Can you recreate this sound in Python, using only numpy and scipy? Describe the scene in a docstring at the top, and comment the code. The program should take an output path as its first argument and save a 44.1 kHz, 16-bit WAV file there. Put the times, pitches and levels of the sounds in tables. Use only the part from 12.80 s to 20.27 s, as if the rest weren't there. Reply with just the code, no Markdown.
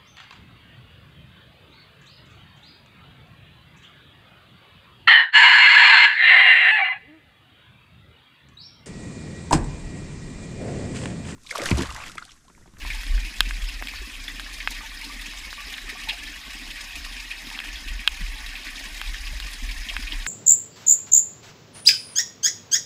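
"""From start to end water trickles down a brick shaft: hiss and ringing air bubbles, echoed by the walls and
coloured by a plastic housing. From the first moments louder splashes (noise bursts) and bubbles (fading tones)
join in, with dull knocks, a soft low pool gurgle, and a boom from the hand-held pole (noise at two low pitches).
Drops tick on the housing (a push rings its tones), hardest near 0.6 and 5.3 s; splashes crowd near 3.3 s.
The boom jolts most near 0.3 s, is calmer from about 2 to 4.8 s, then jolts harder again."""
import sys
import numpy as np
from scipy import signal
from scipy.fft import rfft, irfft
from scipy.io import wavfile
from scipy.ndimage import uniform_filter1d

SR = 44100
rng = np.random.default_rng(int(sys.argv[2]) if len(sys.argv) > 2 else 0)


def wav_record(signal):
    """Record a signal, one row per channel, as 16-bit PCM in the file named by sys.argv[1]."""
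    frames = np.transpose(np.atleast_2d(signal))
    bounded = np.clip(frames, -1, 1)
    # unit amplitude maps onto the largest positive 16-bit level
    quanta = np.round(bounded * 32767).astype(np.int16)
    wavfile.write(sys.argv[1], SR, quanta)


N = 329427   # length in samples

# The trickle over time. Each row: time in seconds, level below 6 kHz in dB, level of the treble spray
# above 6 kHz in dB, level of the pool gurgle in dB.
FLOW_CURVE = [(0.0, -40, -47.5, -53.5), (1.1, -42, -48.5, -51), (2.3, -41, -48, -53),
              (3.2, -40.5, -48.5, -54.5), (4.4, -40, -48, -53.5), (5.2, -41.5, -50, -54.5),
              (5.9, -39.5, -47, -54), (6.8, -41, -47, -54.5), (7.47, -40, -46.5, -53.5)]
# Louder slugs of water landing. Each row: start in seconds, approximate peak in dB, centre pitch in Hz,
# time to fade by 60 dB in seconds, level of the treble spray relative to the body in dB.
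SPLASH_EVENTS = [(0.102, -18, 2200, 0.13, -14), (0.378, -28, 1660, 0.088, -22),
                 (0.449, -26.5, 2620, 0.24, -7), (0.651, -25, 2490, 0.22, -11),
                 (0.886, -26, 2730, 0.2, -15), (1.083, -21.5, 2450, 0.092, -12),
                 (1.157, -24, 4500, 0.16, -15), (1.297, -25, 2430, 0.048, -18),
                 (1.482, -23, 1900, 0.12, -9), (1.664, -27, 1820, 0.054, -18),
                 (1.713, -28, 1780, 0.051, -18), (1.803, -19, 2200, 0.094, -25),
                 (1.905, -23.5, 5200, 0.075, 19), (1.963, -27, 1900, 0.064, -14),
                 (1.978, -24.5, 1830, 0.12, -11), (2.212, -25, 2250, 0.12, -8),
                 (2.242, -27, 4530, 0.12, -2), (2.363, -34, 3200, 0.046, -2), (2.573, -22, 6900, 0.03, -7),
                 (2.939, -20.5, 3440, 0.039, -23), (2.98, -19.5, 1820, 0.043, -21),
                 (3.093, -19, 2100, 0.08, -8.5), (3.233, -24.5, 2740, 0.085, -8),
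                 (3.257, -30, 2600, 0.041, -5), (3.286, -14.5, 2700, 0.093, -13),
                 (3.291, -15, 3230, 0.072, -20), (3.293, -17.5, 3840, 0.064, -12),
                 (3.296, -23, 1810, 0.07, -20), (3.305, -18, 2660, 0.072, -23),
                 (3.33, -28.5, 2600, 0.16, -5), (3.433, -22.5, 2350, .08, -6),
                 (3.477, -25, 1900, 0.13, -16), (3.816, -26, 1770, 0.076, -18),
                 (3.904, -24, 3180, 0.055, -20), (3.971, -26, 2400, 0.21, -15),
                 (4.154, -25.5, 2640, 0.19, -4), (4.366, -29, 2490, 0.23, -21),
                 (4.506, -18.5, 2500, 0.11, -22), (4.669, -23.5, 3800, 0.055, -10),
                 (4.748, -21.5, 2560, 0.057, -24), (4.889, -22, 2530, 0.041, -22),
                 (4.957, -23.5, 3520, 0.09, -19), (5.076, -23, 2600, 0.15, -16),
                 (5.192, -22.5, 2470, 0.049, -23), (5.407, -22.5, 1750, 0.094, -12),
                 (5.662, -24, 3500, 0.073, -9), (5.691, -23.5, 2440, 0.051, -21),
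                 (5.754, -20.5, 2470, 0.12, -23), (5.868, -25, 1850, 0.16, -19),
                 (5.956, -25, 3640, 0.061, -16), (6.176, -27, 2490, 0.055, -18),
                 (6.344, -22, 1720, 0.054, -22), (6.468, -20.5, 2700, 0.1, -25),
                 (6.662, -26.5, 2770, 0.13, -16), (6.89, -20, 2290, 0.1, -16),
                 (6.964, -24, 1850, 0.047, -18), (7.031, -23.5, 5070, 0.045, -22),
                 (7.087, -20, 3150, 0.091, -23), (7.097, -18.5, 2660, 0.07, -22),
                 (7.271, -20.5, 2490, 0.12, -21), (7.319, -19.5, 3330, 0.094, -25)]
# Drops on the housing; each spot favours other tones. Each row: start in seconds, peak of the ringing in dB,
# then extra dB for the tones near 600 Hz, 2.3 kHz, 3 kHz, 4 kHz and 10 kHz (near 1.6 kHz it is 0).
HOUSING_TICKS = [(0.234, -23, -13, -2, 5, -8, 11), (0.267, -22.5, -8, -2, 9, 15, 7),
                 (0.606, 4, -3.5, -3, 3.5, 8.5, 4.5), (0.709, -15.5, -23, 9, -9, -19, -4),
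                 (1.024, -15.5, 13, 10, -10, -17, 4), (1.072, -17, -11, 13, 11, 10, 9),
                 (1.597, -17, -9, -2, -1, 6, -5), (1.8744, -5, 4, 8.5, -3, -5, -13),
                 (2.536, -27.5, -4, -4, -8, -14.5, -10), (2.729, -22.5, -18, -8, -23, -18, -10),
                 (4.264, -32, 18, -9, -18, -12, -8), (4.291, -37, 5, -5, -8, -12, -8),
                 (4.702, -22, -8, 11, 12, -3, 12), (4.776, -26, -6, -2, -12, -22, -5),
                 (4.79, -14.5, -10, 8, 15, 8, -5), (4.802, -16, -3, 16, -1, 1, 2),
                 (4.84, -22.5, 3, 10, 10, -2, -4), (5.276, 3.5, -6, 6, 11.5, 10.5, -16),
                 (6.215, -14.5, 3, 1, 2, -1, 4), (6.601, -17.5, 0, 0, -1, 12, 6),
                 (7.166, -10.5, -6, 8, -5, -4, -7), (7.465, -10.5, -16, 7, -12, -1, -7)]
# Tones of the struck housing. Each row: pitch in Hz, level in dB, time to fade by 60 dB in seconds.
HOUSING_MODES = [(403, -30, 0.0049), (840, 3, 0.0056), (1270, -5.5, 0.021), (1610, 10.5, 0.01),
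                 (2200, -0.5, 0.012), (2524, -3, 0.028), (2804, 1, 0.016), (3170, 5.5, 0.012),
                 (3830, -3, 0.014), (4240, 3.5, 0.0052), (5360, -5.5, 0.0087), (6400, -19, 0.012),
                 (7700, -0.5, 0.0026), (10240, -5, 0.0029), (12800, -6, 0.0035), (15200, -16, .003)]
# How the housing colours sound passing through. Each row: centre in Hz, width in Hz, lift in dB.
HOUSING_LIFTS = [(474, 215, -12.5), (875, 42, 3.5), (1130, 84, 5.5), (1410, 240, -1.5), (1820, 500, 7),
                 (2490, 540, 8.5), (3202, 82, 6), (3770, 710, 5.5), (4390, 124, 5.5), (5080, 670, 8.5),
                 (6620, 440, 3), (9960, 1050, 4)]
# Tone balance of the water. Each row: frequency in Hz, relative level in dB.
WATER_SPECTRUM = [(240, -42), (400, -22), (632, -6), (983, -5.5), (1110, -4), (1350, -6.5), (1760, 0),
                  (2530, -1), (2860, 0.5), (5180, -9), (15300, -24)]
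# Tone balance of the pool gurgle. Each row: frequency in Hz, relative level in dB.
GURGLE_SPECTRUM = [(41, -39), (70, 9), (86, -17), (135, -5), (204, -0.5), (231, 3), (290, 6.5), (329, -3),
                   (420, -9), (600, -12.5), (780, -33), (1320, -120)]
# Low bending tones of the pole. Each row: pitch in Hz, width of each of two filter passes in Hz,
# relative level in dB.
POLE_MODES = [(35.6, 11.9, 4.5), (50.6, 6.2, -5.5)]
# Single bubbles in the pool. Each row: start in seconds, peak in dB, starting pitch in Hz,
# time to fade by 60 dB in seconds.
BUBBLE_EVENTS = [(0.05, -28.5, 960, 0.015), (0.145, -42, 860, .09), (0.19, -49, 880, .09),
                 (0.345, -49, 640, 0.12), (1.014, -35.5, 705, 0.019), (1.137, -30.5, 1080, 0.0087),
                 (1.480, -21, 3360, 0.014), (1.663, -32, 1750, 0.031), (1.687, -41, 1110, 0.041),
                 (1.912, -39, 910, 0.044), (2.008, -35, 1170, 0.03), (2.034, -38, 877, 0.077),
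                 (2.118, -39, 1120, 0.027), (2.232, -40.5, 900, 0.064), (2.243, -30, 4100, .025),
                 (2.297, -37, 1130, 0.087), (2.584, -37, 7460, 0.043), (2.779, -37, 1130, 0.15),
                 (3.08, -40, 1240, .08), (3.15, -41, 714, 0.044), (3.156, -39, 1130, 0.099),
                 (3.2, -43, 1780, .07), (3.274, -34.5, 858, 0.1), (3.288, -25, 4000, .03),
                 (3.307, -25, 2630, 0.035), (3.32, -38, 800, 0.044), (3.33, -31, 5000, 0.022),
                 (3.332, -40, 670, 0.1), (3.457, -35, 3180, .025), (4.265, -40, 1130, 0.024),
                 (4.511, -35, 2120, .03), (4.669, -36, 3700, .02), (4.714, -35, 905, 0.024),
                 (4.955, -35, 3270, 0.034), (5.559, -44, 845, 0.21), (5.74, -46, 765, .08),
                 (6.01, -43, 655, 0.085), (6.532, -44, 614, 0.076), (6.625, -31, 2800, .03),
                 (6.16, -49, 800, 0.047), (6.67, -38, 1150, 0.037), (7.113, -38, 670, 0.052),
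                 (7.138, -36, 990, .03), (7.27, -32, 2370, 0.018), (7.333, -37, 980, 0.019)]
# Dull knocks from the pool and pole. Each row: start in seconds, peak in dB, starting pitch in Hz.
KNOCK_EVENTS = [(0.098, -38, 123), (0.61, -43, 176), (0.669, -38, 230), (0.78, -44, 170), (1.018, -45, 318),
                (1.215, -41, 374), (2.361, -40, 238), (2.88, -46.5, 420), (3.04, -45, 380),
                (3.125, -43, 420), (3.493, -42, 290), (3.819, -41, 270), (4.67, -37, 242),
                (4.752, -39.5, 258), (5.06, -42, 295), (5.192, -41, 237), (5.408, -36.5, 193),
                (5.417, -35, 135), (6.527, -38, 124), (6.823, -36.5, 237), (7.064, -41, 242),
                (7.191, -37, 252), (7.327, -36, 290)]
# Jolts of the hand on the pole. Each row: start of the hold in seconds, level in dB, hold in seconds.
HAND_JOLTS = [(0.043, -30, 0.15), (0.316, -16.5, 0.062), (0.613, -25.5, 0.13), (0.829, -22.5, 0.014),
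              (0.97, -30.5, 0.025), (1.152, -31.5, 0.062), (1.37, -35, 0.041), (1.503, -41, 0.16),
              (1.755, -37.5, 0.032), (1.89, -37.5, 0.054), (2.1, -47, 0.036), (2.39, -39, .02),
              (2.554, -41, 0.13), (2.847, -40, 0.031), (3.035, -38, 0.038), (3.244, -40, 0.048),
              (3.434, -43.5, 0.047), (3.703, -43, 0.037), (3.843, -41, 0.046), (4.205, -40, .19),
              (4.887, -35, 0.077), (5.089, -27, 0.066), (5.284, -32, 0.021), (5.429, -25, 0.015),
              (5.5, -30, 0.017), (5.632, -35.5, 0.065), (5.886, -37, 0.022), (6.273, -27, 0.035),
              (6.41, -30, 0.23), (6.836, -25, 0.052), (6.972, -25.5, 0.014), (7.146, -30, 0.11),
              (7.362, -25.5, 0.015)]
# Trembling of the hand between jolts. Each row: time in seconds, level in dB.
HAND_TREMBLE = [(0.0, -37), (1.4, -45), (2.0, -39), (3.0, -49), (3.6, -45.5), (4.35, -42), (4.8, -47.5),
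                (7.47, -36)]
# Brief dips of the boom. Each row: middle in seconds, depth in dB.
BOOM_DIPS = [(0.52, 11), (1.29, 4), (2.04, 23), (5.255, 9), (5.84, 13), (6.0, 9), (6.385, 10), (6.955, 12),
             (7.06, 12)]

SHAFT_T60_S, SHAFT_DB = 0.14, -1.5   # fade of the wall echo by 60 dB, and its level
NEAR_SHAFT_DB = -6   # single bubbles burst close by, so the walls answer them less
CRACK_DB, CRACK_HZ = -16, 12000   # the snap of each drop above the housing tones
JOLT_RISE_DB_PER_S, JOLT_FALL_DB_PER_S = 356, 175
TREMBLE_PER_S, TREMBLE_SWING_DB = 5.5, 2.5
DIP_S = 0.016   # from the middle of a dip to where its depth is about a third
KNOCK_T60_S = 0.059
# scattered middle-sized bubbles in the pool
BLUB_COUNT, BLUB_DB, BLUB_SPREAD_DB = 350, -52.5, 3
BLUB_LOW_HZ, BLUB_OCTAVES, BLUB_CYCLES = 560, 2.0, 70
# small droplets chirping on the wet wall
PLIP_COUNT, PLIP_DB, PLIP_SPREAD_DB = 1200, -51, 2
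PLIP_LOW_HZ, PLIP_OCTAVES, PLIP_CYCLES = 1400, 2.6, 130
CUTOFF_HZ = 15400


def trickle(level_db, spray_db):
    """Wash and bubbles heard through shaft and housing; the treble has its own level, the spray."""
    fizz = bubbles(500, 559.2, 4014, cycles=71.0, spread_db=3.0)
    mix = wash() + 0.27 * shaft(fizz, SHAFT_DB)
    water = colour(mix, WATER_SPECTRUM, HOUSING_LIFTS)
    low = signal.sosfilt(signal.butter(4, 6000, fs=SR, output="sos"), water)
    high = highpass(water, 4, 6000)
    return amp(level_db) * rms_one(low) + amp(spray_db) * rms_one(high)


def wash():
    """Third-octave bands of hiss: all follow the slugs of the stream, each also splutters on its own."""
    together = surges(45, 3.0, .06, steady=1.1, rise_s=.003)
    edges = 350 * 2 ** (np.arange(18) / 3)   # Hz
    white, out = rng.standard_normal((2, N)), 0
    for k, (low, high) in enumerate(zip(edges, edges[1:])):
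        # the treble is steadier
        own = surges(40, 2.2, 0.089, steady=0.00011 * low + 0.53, rise_s=0.0012)
        band_filter = signal.butter(2, [low, high], "band", fs=SR, output="sos")
        out = out + signal.sosfilt(band_filter, white[k % 2]) * own
    return rms_one(out * together ** 0.74)


def bubbles(per_s, low_hz, high_hz, cycles, spread_db):
    """Trapped air pockets swell and ring some cycles, at pitches spread over the range."""
    clicks = grains(per_s, spread_db)
    pitch_number = rng.integers(0, 30, N)   # each click is dealt one of 30 pitches
    pitches = np.geomspace(low_hz, high_hz, 30) * rng.uniform(.96, 1.04, 30)
    total = 0
    for k, hz in enumerate(pitches):
        ringing = ring(clicks * (pitch_number == k), hz, cycles / hz)
        total = total + resonance(ringing, hz, 0.23 * hz) * np.sqrt(hz)
    return rms_one(total)


def splashes():
    """Each slug is a burst of housing-coloured noise about its own pitch, with its own share of spray."""
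    out, t = np.zeros(N + SR), np.arange(SR // 4) / SR
    count, length = len(SPLASH_EVENTS), 2 * len(t)
    # separate droplets crackle: the level jumps every 105 samples
    crackle_db = 2.0 * np.repeat(rng.standard_normal((count, length // 105)), 105, axis=1)
    noise = rng.standard_normal((count, length)) * amp(crackle_db)
    for (s, db, hz, t60, treble_db), white in zip(SPLASH_EVENTS, noise):
        wet = colour(white, WATER_SPECTRUM, HOUSING_LIFTS)[:length]
        upper = resonance(resonance(wet, 3400, 2000), 3200, 2300)
        body = resonance(wet, hz, 480) + 0.25 * upper
        spray = rms_one(highpass(wet, 3, 6000))
        # the first half only lets the filters settle
        burst = rms_one((rms_one(body) + amp(treble_db) * spray)[len(t):])
        burst = burst * amp(-60 * t / t60) * (1 - np.exp(-t / 0.00038))
        # noise peaks stand about 2.6 times above its rms
        out[round(s * SR):][:len(t)] += amp(db) * burst / 2.6
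    return out[:N]


def ticks():
    """A drop is a short push that rings every tone of the housing."""
    out, click = np.zeros(N + SR), np.eye(1, SR // 20)[0]
    modes = []
    for k, (hz, db, t60) in enumerate(HOUSING_MODES):
        modes.append((-1) ** (k // 2) * amp(db) * ring(click, hz, t60))   # signs alternate in pairs
    modes = highpass(np.array(modes), 3, 350)
    crack = amp(CRACK_DB) * highpass(click, 2, CRACK_HZ)
    mode_hz = np.array(HOUSING_MODES)[:, 0]
    spot_hz = [600, 1600, 2300, 3000, 4000, 10000]
    for s, db, low, *upper in HOUSING_TICKS:
        favour_db = np.interp(np.log(mode_hz), np.log(spot_hz), [low, 0, *upper])
        tick = amp(favour_db) @ modes
        out[round(s * SR):][:len(tick)] += amp(db) * (tick / np.abs(tick).max() + crack)
    return out[:N]


def tones(rows, rise_s, glide, waver):
    """Bubbles and knocks: short damped tones whose pitch slides as they fade, each its own way."""
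    out = np.zeros(N + SR)
    bends = glide + waver * rng.standard_normal((len(rows), 1))
    for (s, db, hz, t60), bend in zip(rows, bends):
        t = np.arange(int(t60 * SR) + 2) / SR
        envelope = amp(-60 * t / t60) * (1 - np.exp(-t / rise_s))
        phase = 2 * np.pi * hz * (t + bend * t ** 2 / t60)
        out[round(s * SR):][:len(t)] += amp(db) * envelope / envelope.max() * np.sin(phase)
    return out[:N]


def boom(level_db):
    """Handling shakes the pole, which answers at its low bending tones."""
    shake = rng.standard_normal(N + SR)
    sway = 0
    for hz, width, db in POLE_MODES:
        sway = sway + amp(db) * resonance(resonance(shake, hz, width), hz, width)
    # evened out, so that the hand, not chance, sets the strength
    strength = np.sqrt(uniform_filter1d(sway ** 2, size=2600))
    even = sway / (strength + 0.058 * sway.std())
    swung = amp(level_db) * even[SR // 2:][:N]
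    # the heavy pole cannot follow fast changes
    smooth = signal.sosfiltfilt(signal.butter(3, 68, fs=SR, output="sos"), swung)
    # the grip rubs
    rub = resonance(resonance(rng.standard_normal(N), 45, 99), 45, 99)
    return smooth + amp(.5 * level_db - 43.5) * rms_one(rub)


def handling():
    """Level of the shaking in dB: an uneven tremble, jolts that rise, hold and fall, and brief dips."""
    t = np.arange(N) / SR
    steps = np.arange(0, N / SR + 1, .5 / TREMBLE_PER_S)   # two random points per tremble
    wobble = np.interp(t, steps, rng.standard_normal(len(steps)))
    power = amp(in_time(HAND_TREMBLE)[0] + TREMBLE_SWING_DB * wobble) ** 2
    for s, db, hold in HAND_JOLTS:
        rise_db = JOLT_RISE_DB_PER_S * np.maximum(s - t, 0)
        fall_db = JOLT_FALL_DB_PER_S * np.maximum(t - s - hold, 0)
        power = power + amp(db - rise_db - fall_db) ** 2
    dips_db = sum(db * np.exp(-((t - s) / DIP_S) ** 2) for s, db in BOOM_DIPS)
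    return 10 * np.log10(power) - dips_db


def gurgle(level_db):
    """Low wash in the pool: noise that surges and keeps only its low tones."""
    pool = rng.standard_normal(N) * surges(35, 2.1, 0.097, steady=0.48, rise_s=0.0029)
    return amp(level_db) * rms_one(colour(pool, GURGLE_SPECTRUM))


def blubs(count, db, spread_db, low_hz, octaves, cycles):
    """Rows of bubbles born at random moments; each fades by 60 dB over the same number of cycles."""
    when, pitch, size = rng.random((count, 3)).T
    hz = low_hz * 2 ** (octaves * pitch)
    level_db = db - spread_db * np.log(1 - .95 * size)   # many soft, a few loud
    return list(zip(when * N / SR, level_db, hz, cycles / hz))


def shaft(x, wet_db):
    """Close brick walls answer with a dense short tail."""
    t = np.arange(SR // 2) / SR
    # the first echo returns after 3 ms
    tail = rng.standard_normal(len(t)) * amp(-60 * t / SHAFT_T60_S) * (t > .003)
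    echo = signal.oaconvolve(x, tail / np.sqrt(np.sum(tail ** 2)))[:N]
    return x + amp(wet_db) * echo


def surges(per_s, spread_db, t60, steady, rise_s):
    """The stream breaks into slugs: each swells quickly and dies away over a steady part."""
    # power falls by 120 of these dB while the sound falls by 60 dB
    power = signal.lfilter([1], [1, -amp(-120 / (t60 * SR))], grains(per_s, spread_db) ** 2)
    power = signal.lfilter([1], [1, -np.exp(-1 / (rise_s * SR))], power)
    return np.sqrt(steady + power / power.mean())


def grains(per_s, spread_db):
    """Random clicks, many small and a few large, pushing either way."""
    size_db = spread_db * np.minimum(rng.exponential(1, N), 3.2)
    sizes = amp(size_db) * rng.choice([-1, 1], N)
    return sizes * (rng.random(N) < per_s / SR)


def colour(x, spectrum, lifts=()):
    """Filter with the given spectrum and bell-shaped lifts that never sounds ahead of its input."""
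    hz = np.linspace(1, SR / 2, 4097)
    curve_hz, curve_db = np.transpose(spectrum)
    level_db = np.interp(np.log(hz), np.log(curve_hz), curve_db)
    level_db += sum(db / (1 + (2 * (hz - f) / width) ** 2) for f, width, db in lifts)
    # folding the cepstrum puts the filter's energy as early as possible (minimum phase)
    cepstrum = irfft(level_db * np.log(10) / 20)
    cepstrum[1:4096] *= 2
    cepstrum[4097:] = 0
    return signal.oaconvolve(x, irfft(np.exp(rfft(cepstrum))))[:N]


def resonance(x, hz, width):
    """A two-pole filter favours one pitch, with gain 1 on top."""
    r = np.exp(-np.pi * width / SR)
    feedback = [1, -2 * r * np.cos(2 * np.pi * hz / SR), r * r]
    return signal.lfilter(np.array([1, 0, -1]) * (1 - r * r) / 2, feedback, x)


def ring(clicks, hz, t60):
    """A unit click sets a fading sine of starting height 1 ringing."""
    r, w = amp(-60 / (t60 * SR)), 2 * np.pi * hz / SR
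    # the tiny offset keeps numbers from shrinking so far that they slow the filter
    return signal.lfilter([0, np.sin(w)], [1, -2 * r * np.cos(w), r * r], clicks + 1e-18)


def highpass(x, order, hz):
    """Keeps what lies above a frequency."""
    return signal.sosfilt(signal.butter(order, hz, "high", fs=SR, output="sos"), x)


def amp(db):
    """Gain of a level in dB."""
    return 10 ** (np.asarray(db) / 20)


def rms_one(x):
    """Scaled to rms (average strength) 1."""
    return x / np.sqrt(np.mean(x ** 2) + 1e-20)


def in_time(rows):
    """Columns of a curve at every sample."""
    s, *columns = np.transpose(rows)
    return [np.interp(np.arange(N) / SR, s, c) for c in columns]


def scene():
    """All sources added together at the microphone."""
    level_db, spray_db, pool_db = in_time(FLOW_CURVE)
    stream = trickle(level_db, spray_db)
    single = shaft(tones(BUBBLE_EVENTS, rise_s=0.00019, glide=0.087, waver=0.025), NEAR_SHAFT_DB)
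    knock_rows = [(s, db, hz, KNOCK_T60_S) for s, db, hz in KNOCK_EVENTS]
    knocks = tones(knock_rows, rise_s=0.002, glide=-0.0079, waver=0.053)
    middle = blubs(BLUB_COUNT, BLUB_DB, BLUB_SPREAD_DB, BLUB_LOW_HZ, BLUB_OCTAVES, BLUB_CYCLES)
    small = blubs(PLIP_COUNT, PLIP_DB, PLIP_SPREAD_DB, PLIP_LOW_HZ, PLIP_OCTAVES, PLIP_CYCLES)
    scattered = tones(middle + small, rise_s=0.0012, glide=0.039, waver=0.058)
    scattered = colour(scattered, WATER_SPECTRUM, HOUSING_LIFTS)
    pool = gurgle(pool_db) + single + knocks + scattered
    return (stream + splashes() + ticks() + boom(handling()) + pool)[None]


def record(dry):
    """The loudest peaks are rounded, the top is cut."""
    rounded = dry / (1 + np.abs(dry / .95) ** 6) ** (1 / 6)
    return signal.sosfilt(signal.ellip(12, .5, 80, CUTOFF_HZ, fs=SR, output="sos"), rounded)


dry = scene()
out = record(dry)
wav_record(out)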